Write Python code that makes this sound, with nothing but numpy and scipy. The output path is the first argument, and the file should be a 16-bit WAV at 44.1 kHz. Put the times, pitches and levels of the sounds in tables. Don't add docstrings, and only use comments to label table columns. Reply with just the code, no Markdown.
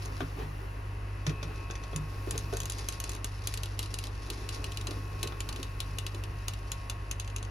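import sys
import numpy as np
from scipy import signal
from scipy.fft import rfft, irfft, next_fast_len
from scipy.io import wavfile

SR = 44100
rng = np.random.default_rng(int(sys.argv[2]) if len(sys.argv) > 2 else 0)


def put_to_file(sound):
    columns = np.atleast_2d(sound).T
    safe = np.clip(columns, -1, 1)
    whole_steps = np.round(safe * 32767)
    wavfile.write(sys.argv[1], SR, whole_steps.astype(np.int16))


N = 330750

# freq_hz, correlation
CORRELATION = [(100, .99), (300, .84), (700, .18), (1500, .1), (3000, .52), (5000, .62), (8100, .96),
               (16000, .82)]
# freq_hz, level_db
PANEL_SPECTRUM = [(90, -40), (132, -9), (146, -7), (153, 0), (160, -8), (174, -18), (210, -40)]


def from_db(db):
    return 10 ** (np.asarray(db) / 20)


def unit_rms(x):
    return x / np.sqrt(np.mean(x ** 2) + 1e-20)


def unit_energy(x):
    return unit_rms(x) / np.sqrt(x.shape[-1])


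def in_time(rows):
    time_s, *columns = np.transpose(rows)
    return [np.interp(np.arange(N) / SR, time_s, column) for column in columns]


def at_hz(points, hz):
    freq_hz, value = np.transpose(points)
    return np.interp(np.log(hz + 1), np.log(freq_hz), value)


def drift(rate_hz):
    knots = rng.standard_normal(int(N / SR * rate_hz) + 2)
    return unit_rms(np.interp(np.linspace(0, len(knots) - 1, N), np.arange(len(knots)), knots))


def coloured(pair, spectrum):
    size = pair.shape[-1]
    hz = np.arange(size // 2 + 1) * SR / size
    alike = np.clip(at_hz(CORRELATION, hz), -.999, .999)
    mid, side = rfft(pair) * from_db(at_hz(spectrum, hz))
    return irfft((np.sqrt(1 + alike) * mid + np.sqrt(1 - alike) * side * [[1], [-1]]) / np.sqrt(2), size)


def noise(spectrum, size=N):
    return coloured(rng.standard_normal((2, size)), spectrum) * np.sqrt(SR / 2)


def fade(t, t60_s):
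    return np.exp(-np.log(1000) * t / t60_s)


def rise(t, rise_s):
    return 1 - np.exp(-(t / rise_s) ** 2)


def burst(spectrum, t60_s, rise_s, size=8192):
    t = np.arange(size) / SR
    return unit_energy(noise(spectrum, size) * fade(t, t60_s) * rise(t, rise_s))


def ring(modes, rise_s, vary_db, detune, size=8192):
    t = np.arange(size) / SR
    hz, db, t60_s = np.transpose(modes)[:, :, None]
    strength, stretch, start_turns, spread = rng.standard_normal((4, len(modes), 1))
    phase = 2 * np.pi * (hz * (1 + detune * stretch) * t + start_turns)
    apart_rad = spread * np.sqrt(np.clip(1 - at_hz(CORRELATION, hz), 0, 2) / 2)
    envelope = from_db(db + vary_db * strength) * fade(t, t60_s)
    pair = np.array([(envelope * np.sin(phase + side * apart_rad)).sum(axis=0) for side in (1, -1)])
    return unit_energy(pair * rise(t, rise_s))


def snap(spectrum, size):
    hz = np.arange(size // 2 + 1) * SR / size
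    cepstrum = irfft(np.log(from_db(at_hz(spectrum, hz))), size)
    causal = 1 + np.sign(size // 2 - np.arange(size))
    pulse = irfft(np.exp(rfft(cepstrum * causal)), size)
    return unit_energy(np.tile(pulse, (2, 1)))


def add(out, start_s, sound):
    i = max(round(start_s * SR), 0)
    out[:, i:i + sound.shape[-1]] += sound[:, :N - i]


def workshop(x, wet_db=-7.5, wall_s=0.014, wall_spread_s=0.0022, size=8192):
    # freq_hz, level_db
    mids = [(450, -7), (1200, 8.5), (2700, 0), (4200, 1), (6000, -12), (16000, -14)]
    treble = [(2500, -25), (4200, 0), (6400, 0), (9000, 2), (16000, -2)]
    t = np.arange(size) / SR
    tail = noise(mids, size) * fade(t, t60_s=.15) + noise(treble, size) * fade(t, t60_s=.095)
    arrivals = rise(t, 0.001) + 0.23 * np.exp(-((t - wall_s) / wall_spread_s) ** 2)
    return x + from_db(wet_db) * signal.fftconvolve(x, unit_energy(tail * arrivals), axes=1)[:, :N]


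def ventilation():
    # freq_hz, density_db_per_hz
    air = [(25, -76), (48, -68), (90, -65.5), (120, -72.5), (200, -82), (300, -83.5), (620, -84),
           (1500, -86.5), (1950, -84), (2250, -91.5), (2750, -87.5), (3300, -99), (4800, -99), (6500, -105),
           (8000, -106), (10500, -102.5), (13000, -116), (14200, -131), (16000, -145)]
    return noise(air)


def motor(main_hz=1090.5, speed_wander=.0006, waver_db=1.7):
    # freq_hz, level_db
    hum_tones = [(30.4, -58), (49.58, -41), (60.8, -50), (77.3, -61), (99.16, -41), (99.95, -53),
                 (148.74, -61)]
    # freq_hz, level_db
    low_tones = [(544, -69), (701, -69), (943, -64.5)]
    upper_tones = [(1298, -72), (2389, -72), (2561, -63.5), (2631, -69)]
    # time_s, left_db, right_db
    main_level = [(0, -56, -59), (.75, -59.5, -68), (1.4, -56, -59), (2, -55, -58), (2.5, -58, -60),
                  (3, -55.5, -59.5), (3.8, -59, -60.5), (5, -58, -56), (5.8, -55, -58.5), (7.5, -55, -64)]
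    # time_s, right_lead_rad
    phase_gap = [(0, 2.5), (.6, 2.3), (1.4, .3), (2.8, .6), (3.6, 1.2), (4.8, .4), (7.5, 1.2)]
    # time_s, low_db, upper_db
    swell = [(0, 5, 1), (.85, 2, -5), (1.4, -2, 6.5), (2.1, -1, -1), (2.6, 2, 2), (3.7, -2, -3),
             (5.8, -5, 2.5), (6.5, 1, -.5), (7.5, 3, -4)]
    t = np.arange(N) / SR + rng.random()
    hum = -sum(from_db(db) * np.cos(2 * np.pi * hz * t) for hz, db in hum_tones)
    gap_rad, = in_time(phase_gap)
    low_db, upper_db = in_time(swell)
    shaft_s = t + np.cumsum(speed_wander * drift(10)) / SR
    tones = [(main_hz, in_time(main_level))]
    tones += [(hz, db + low_db) for hz, db in low_tones]
    tones += [(hz, db + upper_db) for hz, db in upper_tones]
    left, right = sum(from_db(db) * np.exp(2j * np.pi * hz * shaft_s) for hz, db in tones)
    whine = np.real([left, right * np.exp(1j * gap_rad)]) * from_db(waver_db * drift(7.9))
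    return np.sqrt(2) * (hum + whine)


def nozzle_drag(grains_per_s=450, spurt_db=2.4, crackle_db=2.6, judder_db=2.0, frame_gain_db=1.3):
    # time_s, level_db
    effort = [(0.0, -56), (0.71, -76), (1.33, -68), (1.5, -65.5), (2.21, -63), (2.44, -58.5), (2.87, -56),
              (3.36, -61.5), (3.7, -59), (4.12, -59), (4.19, -63), (4.3, -57.5), (4.9, -58.5),
              (5.13, -62.5), (5.37, -63), (6.06, -61), (6.27, -69.5), (6.58, -63), (6.78, -61.5),
              (6.93, -67), (7.5, -70)]
    rumble = [(0.0, -50.5), (0.75, -56), (2.55, -53), (3.72, -54.5), (4.4, -53), (5.55, -53), (6.6, -56),
              (7.5, -57)]
    drone = [(0.0, -54), (0.65, -55), (1.0, -65), (1.52, -59), (1.79, -62.5), (2.3, -49), (2.6, -53),
             (3.15, -67), (4.2, -67), (4.89, -53.5), (6.41, -58.5), (7.5, -71)]
    # freq_hz, level_db
    hiss_spectrum = [(500, -71), (2000, 10), (3000, 5), (4200, 10), (5300, 12.5), (6000, 8), (6800, 6),
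                     (8000, 1), (9200, 5.5), (11000, 2), (13000, -13), (14200, -32), (16000, -55)]
    frame_spectrum = [(100, -40), (210, -16), (260, 1), (330, 0), (420, 0), (560, -9), (1000, -9),
                      (1400, -13), (2500, -36), (16000, -77)]
    effort_db, = in_time(effort)
    rumble_db, = in_time(rumble)
    drone_db, = in_time(drone)
    hiss_db = -61.5 + 1.17 * (effort_db - effort_db.mean())
    caught = rng.random(N) < grains_per_s / SR
    grit = unit_rms(rng.standard_normal((2, N)) * caught)
    friction = unit_rms(coloured(from_db(-2) * grit + rng.standard_normal((2, N)), hiss_spectrum))
    uneven_db = spurt_db * drift(25) + crackle_db * drift(260)
    frame = from_db(rumble_db + frame_gain_db + judder_db * drift(22)) * unit_rms(noise(frame_spectrum))
    panel = from_db(drone_db) * unit_rms(noise(PANEL_SPECTRUM))
    return from_db(hiss_db + uneven_db) * friction + frame + panel


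def nozzle_rubs(judder_db=-0.5, panel_db=-11):
    # start_s, length_s, level_db
    rubs = [(0.324, 0.17, -41), (1.447, 0.13, -46), (2.289, 0.11, -43), (4.253, 0.35, -50.5),
            (4.586, 0.18, -50), (4.81, 0.15, -45), (5.492, 0.15, -50.5)]
    # freq_hz, level_db
    groan_spectrum = [(120, -27), (220, -4.5), (285, 3.5), (370, 0), (430, 4.5), (520, -18.5), (750, -4),
                      (1150, -14), (1400, -19.5), (2500, -17), (14000, -51)]
    t = np.arange(N) / SR
    swell = sum(from_db(db) * np.sin(np.pi * np.clip((t - start_s) / length_s, 0, 1)) ** 2
                for start_s, length_s, db in rubs)
    groan = unit_rms(noise(groan_spectrum)) * from_db(judder_db * drift(60))
    panel = from_db(panel_db) * unit_rms(noise(PANEL_SPECTRUM))
    return swell * (groan + panel)


def panel_flexes(gain_db=32.5):
    # start_s, level_db, t60_s
    flexes = [(.21, -43, .15), (.42, -41, .3), (1.266, -29.5, .11), (1.41, -41, .5), (1.94, -33.5, .4)]
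    # freq_hz, level_db, t60_share
    panel_modes = [(138, -8, .7), (151, 0, 1), (172, -12, .7)]
    out = np.zeros((2, N))
    for start_s, level_db, t60_s in flexes:
        modes = [(hz, db, share * t60_s) for hz, db, share in panel_modes]
        boom = ring(modes, rise_s=0.022, vary_db=0, detune=0.008, size=32768)
        add(out, start_s, from_db(level_db + gain_db) * boom)
    return out


def nozzle_bumps(knock_gain_db=26, clack_gain_db=28.5, thud_db=-3.0):
    # start_s, knock_db, pitch_hz, clack_db
    bumps = [(0.205, -36.5, 337, -35), (0.216, -35.5, 266, -47), (1.268, -38, 324, -53),
             (1.3, -37.5, 280, -48), (1.426, -40.5, 340, -68), (1.7, -44.5, 350, -43.5),
             (1.931, -42, 388, -46), (1.961, -44, 276, -69), (2.271, -35, 360, -60),
             (2.351, -39.5, 417, -47.5), (2.526, -31, 420, -50), (4.307, -43.5, 324, -65),
             (4.668, -43.5, 328, -63), (4.884, -43, 340, -61), (4.914, -43, 330, -47.5),
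             (4.964, -41, 286, -62), (5.237, -35, 343, -49), (5.3215, -63, 410, -44.5),
             (5.589, -39, 285, -64), (6.145, -41.5, 300, -62)]
    # freq_hz, level_db, t60_s
    frame_modes = [(267.3, 0.5, 0.2), (336.6, 2.5, .1), (390, 1.5, .11), (450, -3.5, 0.23),
                   (523, -1.5, .08), (685, 3, 0.24), (1770, 5, .1)]
    # pitch_ratio, level_db
    knock_spectrum = [(.3, -25), (.62, -14.5), (1, 3), (1.3, -1), (1.6, -6.5), (1.85, -5), (2.3, -29),
                      (3.2, -16), (6, -22.5), (40, -37)]
    # freq_hz, level_db
    clack_spectrum = [(300, 11.5), (520, -15), (720, 20.5), (900, -1.5), (1250, 11), (1650, 2), (2000, 1),
                      (2400, 1.5), (3400, 4.5), (4300, -9), (6500, -13), (16000, -30)]
    out = np.zeros((2, N))
    for start_s, knock_db, pitch_hz, clack_db in bumps:
        contact = [(ratio * pitch_hz, db) for ratio, db in knock_spectrum]
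        modes = [(hz, db + at_hz(contact, hz), t60_s) for hz, db, t60_s in frame_modes]
        frame = ring(modes, rise_s=0.0015, vary_db=1.5, detune=0.006)
        thud = from_db(thud_db) * burst(contact, t60_s=0.21, rise_s=0.0021)
        clack = burst(clack_spectrum, t60_s=0.037, rise_s=0.00054)
        add(out, start_s, from_db(knock_db + knock_gain_db) * (frame + thud))
        add(out, start_s, from_db(clack_db + clack_gain_db) * clack)
    return out


def trigger(gain_db=12.5, rattle_db=5.0):
    # start_s, level_db
    clacks = [(1.2657, -25), (1.294, -34), (1.4285, -32), (1.709, -34.5), (1.754, -37.5), (1.8363, -38.5)]
    # freq_hz, level_db, t60_s
    lever_modes = [(2400, 6.5, 0.015), (3480, 3, 0.017), (4640, -1, 0.014), (6020, 5.5, 0.011)]
    # freq_hz, level_db
    rattle_spectrum = [(300, 8), (2000, 3.5), (6300, 4.5), (7500, -1), (11000, -7.5), (16000, -32)]
    out = np.zeros((2, N))
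    for start_s, level_db in clacks:
        lever = ring(lever_modes, rise_s=.0006, vary_db=1, detune=.01)
        rattle = from_db(rattle_db) * burst(rattle_spectrum, t60_s=0.047, rise_s=0.00031)
        add(out, start_s, from_db(level_db + gain_db) * (lever + rattle))
    return out


def slip(tick_db, body_db, plate_db, tilt_db_per_oct, edge_db,
         edge_hz=11500, tilt_centre_hz=3400, skid_s=.0006, size=2048):
    # freq_hz, level_db
    tick_spectrum = [(1000, -5.5), (5500, -12), (6400, -1.5), (8000, 1), (9600, -6), (11000, 4.5),
                     (12200, -8), (14000, -10), (15500, -15), (16500, -26)]
    snap_spectrum = [(500, -20), (1000, -5.5), (2000, 2), (3000, -9.5), (5500, 1), (8000, 10), (12000, -10),
                     (14000, -3), (15500, -11), (16500, -12)]
    body_spectrum = [(300, -5.5), (900, -8.5), (1900, -15.5), (2800, 0), (5000, -5), (6000, -10),
                     (9000, -6), (16000, -77)]
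    # freq_hz, level_db, t60_s
    plate_modes = [(6200, 2, 0.01), (6470, 5.5, 0.0086), (7110, -1, 0.013), (10860, 1, 0.0046),
                   (11400, -2, 0.0026)]
    cradle_modes = [(2680, 2.5, 0.0061), (2843, 0.5, 0.0083), (3220, 0, 0.0041), (3860, -2, 0.0071),
                    (4150, -1, 0.0071), (4670, -4, 0.0069)]
    tick = [(hz, db + edge_db * (hz > edge_hz)) for hz, db in tick_spectrum]
    tilted = [(hz, db + tilt_db_per_oct * np.log2(hz / tilt_centre_hz), t60_s)
              for hz, db, t60_s in cradle_modes]
    crack = from_db(9.5) * burst(tick, t60_s=0.011, rise_s=0.0001, size=size)
    crack += from_db(6.5) * snap(snap_spectrum, size)
    chatter = from_db(3.0) * burst(snap_spectrum, t60_s=0.026, rise_s=0.0015, size=size)
    plate = from_db(plate_db + 10) * ring(plate_modes, rise_s=0.0011, vary_db=1, detune=0.013, size=size)
    cradle = from_db(18) * ring(tilted, rise_s=0.0007, vary_db=0.5, detune=0.01, size=size)
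    rattle = from_db(21.5) * burst(body_spectrum, t60_s=0.02, rise_s=0.0021, size=size)
    bite = np.pad(crack, [(0, 0), (round(skid_s * SR), 0)])[:, :size]
    return from_db(tick_db) * (chatter + plate + bite) + from_db(body_db) * (cradle + rattle)


def ratchet(firm_slip_db=-25, body_db_per_db=0.67):
    # start_s, tick_db; the faint row at 2.389 s repeats the slip just before it
    slips = [(0.057, -34.5), (1.9608, -22.5), (2.3089, -22), (2.378, -22), (2.389, -37), (2.536, -33),
             (2.5691, -25), (2.6024, -23.5), (2.617, -34), (2.632, -31), (2.6556, -27), (2.6981, -23.5),
             (2.7208, -28), (2.734, -43), (2.784, -34), (2.8863, -19.5), (2.924, -31.5), (3.0007, -23.5),
             (3.0396, -26.5), (3.0934, -25.5), (3.1168, -32), (3.1327, -38), (3.15, -35), (3.163, -41),
             (3.244, -21), (3.472, -19), (3.5389, -24.5), (3.574, -29.5), (3.633, -26), (3.6573, -34.5),
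             (3.791, -21), (3.828, -31), (3.859, -38), (3.9404, -24.5), (3.9867, -27), (4.0388, -31),
             (4.069, -36.5), (4.301, -25), (4.49, -28.5), (4.6417, -28), (4.719, -35.5), (4.7717, -29.5),
             (4.811, -36), (4.87, -27.5), (4.908, -36), (5.2294, -22.5), (5.2732, -32.5), (5.4041, -27),
             (5.4891, -29), (5.526, -37.5), (5.5603, -37.5), (5.629, -31), (5.8027, -25), (5.9849, -26.5),
             (6.0649, -29), (6.146, -41), (6.237, -37.5), (6.4816, -23.5), (6.535, -38), (6.7173, -25),
             (6.8974, -25.5), (7.1119, -24.5), (7.198, -29.5), (7.218, -56), (7.245, -49), (7.276, -43),
             (7.299, -48), (7.362, -31.5), (7.3824, -47), (7.427, -41.5), (7.449, -49)]
    # time_s, firm_body_db, plate_db, tilt_db_per_oct, edge_db
    load_response = [(0, -42, -0.5, 3, -4), (3.1, -40, -0.5, 5, -2), (3.5, -36.5, -11, 17, 2),
                     (5.3, -32, -3, -6.5, 1), (6.2, -32.5, -1, -9, 8), (6.9, -34.5, 2.5, -10, 5),
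                     (7.4, -33, 8.5, -14, -1)]
    out = np.zeros((2, N))
    firm_body_db, plate_db, tilt_db_per_oct, edge_db = in_time(load_response)
    for start_s, tick_db in slips:
        i = round(start_s * SR)
        body_db = firm_body_db[i] + body_db_per_db * (tick_db - firm_slip_db)
        add(out, start_s, slip(tick_db, body_db, plate_db[i], tilt_db_per_oct[i], edge_db[i]))
    return out


def scene():
    work = trigger() + ratchet() + nozzle_bumps() + panel_flexes() + nozzle_rubs() + nozzle_drag()
    return workshop(work) + motor() + ventilation()


def record(dry, cutoff_hz=16300):
    # freq_hz, level_db
    balance = [(100, 0), (330, -1), (700, 0.3), (1400, 1.2), (2800, 2.4), (5600, 1.8), (9000, -0.2)]
    # freq_hz, phase_rad
    lead = [(200, 0), (2500, .3), (5200, .6), (6500, -.8), (8100, -3.1), (9500, -4.4), (11600, -6.3),
            (12600, -7.1), (14500, -9.3), (16000, -9.6)]
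    size = next_fast_len(N + 2048)
    hz = np.arange(size // 2 + 1) * SR / size
    half = np.array([[.5], [-.5]])
    response = from_db(half * at_hz(balance, hz)) * np.exp(1j * half * at_hz(lead, hz))
    ports = irfft(rfft(dry, size) * response, size)[:, :N]
    return signal.sosfilt(signal.ellip(10, .2, 80, cutoff_hz, fs=SR, output="sos"), ports)


dry = scene()
out = record(dry)
put_to_file(out)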